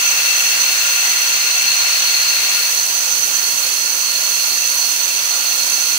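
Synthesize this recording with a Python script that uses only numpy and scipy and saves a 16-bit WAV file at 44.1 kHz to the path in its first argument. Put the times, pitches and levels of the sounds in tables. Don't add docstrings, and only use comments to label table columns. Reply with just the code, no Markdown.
import sys
import numpy as np
from scipy import signal
from scipy.fft import rfft, irfft, next_fast_len
from scipy.io import wavfile
from scipy.ndimage import uniform_filter1d, map_coordinates

SR = 44100
rng = np.random.default_rng(int(sys.argv[2]) if len(sys.argv) > 2 else 0)


def waveform_to_disk(signal):
    frames = np.transpose(np.atleast_2d(signal))
    scaled = np.clip(frames, -1, 1) * 32767
    samples = np.round(scaled).astype(np.int16)
    wavfile.write(sys.argv[1], SR, samples)


N = 263718
TIME_S = np.arange(N) / SR


def amp(db):
    return 10 ** (np.asarray(db) / 20)


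def at_pitch(table, hz):
    pitch_hz, *columns = np.transpose(table)
    return np.array([np.interp(np.log(hz + 1), np.log(pitch_hz + 1), column) for column in columns])


def wobble(rate_hz):
    knots = rng.standard_normal(int(N * rate_hz / SR) + 4)
    return map_coordinates(knots, [TIME_S * rate_hz])


def fader(t, start_s, takes_s, from_db, to_db):
    return np.interp(t, [start_s, start_s + takes_s], [from_db, to_db])


def eq(x, response):
    size = next_fast_len(N + SR // 2)
    return irfft(rfft(x, size) * response(np.fft.rfftfreq(size, 1 / SR)), size)[..., :N]


def moving_eq(x, gain_db):
    hz, t, spectrum = signal.stft(x, SR, nperseg=512)
    return signal.istft(spectrum * amp(gain_db(hz, t)), SR, nperseg=512)[1][:, :N]


def patchy_noise(depth_db, bins, frames):
    def patches_db(hz, t):
        field = rng.standard_normal((len(hz), len(t)))
        field = uniform_filter1d(uniform_filter1d(field, bins, 0), frames, 1)
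        return depth_db * field / field.std()
    return moving_eq(rng.standard_normal((2, N)), patches_db)


# pitch_hz, left_right_coherence, left_lag_rad
HALL_IMAGE = [(30, 0.94, .01), (100, 0.97, .05), (300, 0.7, 0.18), (590, .78, 0.87), (1020, 0.22, 0.62),
              (1530, 0.48, 2.5), (1880, 0.027, 4), (2630, 0.098, 4.63), (2980, 0.048, 6.5),
              (4150, 0.057, 6.2), (4330, 0.42, 6.5), (4640, 0.21, 7.6), (5200, 0.12, 7.3),
              (6160, 0.13, 9.1), (9950, 0.065, 15.35), (14800, 0.14, 20.4)]

def hall_stereo(pair):
    def width(hz):
        angle = np.arccos(at_pitch(HALL_IMAGE, hz)[0]) / 2
        return np.array([np.cos(angle), np.sin(angle)])
    def lag(hz):
        return np.exp(-0.5j * at_pitch(HALL_IMAGE, hz)[1] * [[1], [-1]])
    rms = np.sqrt(np.mean(pair ** 2, axis=-1, keepdims=True))
    mid, side = eq(pair / rms, width)
    return np.sqrt(SR / 2) * eq(np.array([mid + side, mid - side]), lag)


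MODE_HZ = [520, 1421, 2400, 2688, 4285, 4561, 4670, 6030, 6110, 7955, 9850, 10650, 10740, 11900, 15260,
           15383, 15600]
# width_below_hz, width_above_hz, left_db_per_hz, right_db_per_hz
MODE_PEAKS = [(19, 36, -66.5, -64.5), (31.7, 35, -54.5, -52), (70, 90, -64, -60), (60, 78, -49, -50.5),
              (115, 123, -48.5, -45.5), (25, 15, -49.5, -48), (70, 69, -63, -52), (98, 47, -58, -41),
              (70, 308, -54, -43), (230, 650, -60.5, -57), (340, 980, -64, -62), (40, 43, -63, -55),
              (40, 50, -67, -58), (300, 700, -74, -71), (200, 200, -63, -58), (60, 55, -53, -49),
              (200, 300, -68, -64)]
LOUD_RING_HZ = [2690, 4300, 6080]
# time_s, low_gain_db, middle_gain_db, high_gain_db
RING_SWELLS = [(0, 3, 0, 2), (1.5, 0.5, 2, .6), (2.6, -1.8, 2.5, -1.9), (2.75, -2, 0.4, 1.8),
               (3.5, -2, 0, 0.6), (4.2, -0.5, 1.3, 0), (4.6, 1.2, 3.6, 1.6), (5.1, -0.7, 0, 0),
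               (5.7, 0, 2, 1.3)]

def pipe_ring():
    def resonances(hz):
        power = 0
        for pitch_hz, (below_hz, above_hz, left_db, right_db) in zip(MODE_HZ, MODE_PEAKS):
            detune = 2 * (hz - pitch_hz) / np.where(hz < pitch_hz, below_hz, above_hz)
            power += amp([[left_db], [right_db]]) ** 2 / (1 + detune ** 2) ** 1.336
        return np.sqrt(power)
    def swell_db(hz, t, reach_hz=400):
        time_s, *gains_db = np.transpose(RING_SWELLS)
        bands = [np.exp(-((hz[:, None] - pitch_hz) / reach_hz) ** 2) for pitch_hz in LOUD_RING_HZ]
        return sum(band * np.interp(t, time_s, db) for band, db in zip(bands, gains_db))
    blows = hall_stereo(patchy_noise(depth_db=0.91, bins=9, frames=6))
    return moving_eq(eq(blows, resonances), swell_db)


# pitch_hz, left_db_per_hz, right_db_per_hz
ROAR_EQ = [(25, -100, -98), (50.6, -77, -76), (137, -78.5, -79), (252, -74.5, -75), (290, -77, -76),
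           (403, -71, -73), (483, -71.5, -73), (710, -66.5, -66.5), (1060, -64.5, -63), (1580, -62, -62.5),
           (2500, -61, -60), (3420, -61.5, -59), (4300, -62, -70), (4870, -60, -56.5), (5600, -60, -58),
           (6660, -65.5, -56), (8760, -76.5, -75), (15000, -82, -65)]

def air_roar():
    rush = hall_stereo(patchy_noise(depth_db=1.0, bins=3, frames=22))
    return eq(rush, lambda hz: amp(at_pitch(ROAR_EQ, hz)))


# pitch_hz, left_db_per_hz, right_db_per_hz
LINER_EQ = [(4000, -102, -91.5), (7040, -80, -64), (9000, -67.5, -67.5), (11600, -66.5, -62.5),
            (14300, -67, -65.5), (16000, -65, -68)]
# time_s, gain_db
RATTLE_RIDE = [(0, -.2), (1, 0), (1.4, -2.3), (2.4, -1.1), (2.9, -0.5), (3.5, 1.5), (4.1, 0.2), (4.5, 2.3),
               (5.35, 0), (5.8, 1.5)]

def liner_rattle():
    sizes = amp(1.8 * rng.standard_exponential((2, N)))
    ticks = hall_stereo(sizes * rng.standard_normal((2, N)))
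    clumps = amp(0.35 * wobble(6) + 0.7 * wobble(22))
    ride_db = np.interp(TIME_S, *np.transpose(RATTLE_RIDE))
    return amp(ride_db) * clumps * eq(ticks, lambda hz: amp(at_pitch(LINER_EQ, hz)))


# shaft_multiple, rms_level_db
HUM_PARTIALS = [(4, -64), (5, -58), (6, -60), (8, -55.5), (10, -55.5), (12, -57), (14, -54)]

def blower_hum(shaft_hz=73.9, drift=0.00119, waver_db=2.0):
    turns = np.cumsum(shaft_hz * (1 + drift * wobble(2.99))) / SR
    partials = []
    for multiple, level_db in HUM_PARTIALS:
        peak = np.sqrt(2) * amp(level_db + waver_db * wobble(7))
        partials.append(peak * np.sin(2 * np.pi * (multiple * turns + rng.random())))
    partials[0] *= amp(fader(TIME_S, start_s=4.55, takes_s=0.2, from_db=-2, to_db=5.5))
    return sum(partials)


# pitch_hz, left_share, right_share, left_delay_s
SHADE_BANDS = [(300, 0.099, 0.26, 0.087), (900, 0.24, 0.17, 0.23), (1520, 0.71, 0.69, 0),
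               (2120, 1.03, 0.65, 0.029), (2540, 1.27, -0.26, 0.015), (3400, 0.73, -0.0061, 0),
               (4300, 0.95, -0.75, 0), (5100, 0.27, -0.053, 0), (6340, 0.52, -0.084, .4),
               (7950, 0.14, 0.43, 0.48), (12000, 0.013, -0.3, 0), (15400, 0.21, 0.4, 0)]

def port_shade_db(hz, t):
    left_share, right_share, left_delay_s = at_pitch(SHADE_BANDS, hz)[:, :, None]
    left = left_share * fader(t - left_delay_s, start_s=2.57, takes_s=0.3, from_db=6, to_db=-0.5)
    right = right_share * fader(t, start_s=0.97, takes_s=0.98, from_db=3, to_db=-2.2)
    return np.array([left, right])


def mic_rub_gain(centre_s=2.7, half_width_s=0.2, boost_db=5):
    bump = np.exp(-((TIME_S - centre_s) / half_width_s) ** 4)
    return amp(boost_db * bump * [[1], [0]])


def scene():
    flow_db = 0.32 * wobble(3.075)
    stream = pipe_ring() + air_roar() + liner_rattle() * mic_rub_gain()
    shaded = moving_eq(stream, lambda hz, t: port_shade_db(hz, t) + np.interp(t, TIME_S, flow_db))
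    return shaded + blower_hum()


def record(dry, ceiling=0.95, top_hz=15740):
    soft = dry / (1 + np.abs(dry / ceiling) ** 6) ** (1 / 6)
    return eq(soft, lambda hz: hz < top_hz)


dry = scene()
out = record(dry)
waveform_to_disk(out)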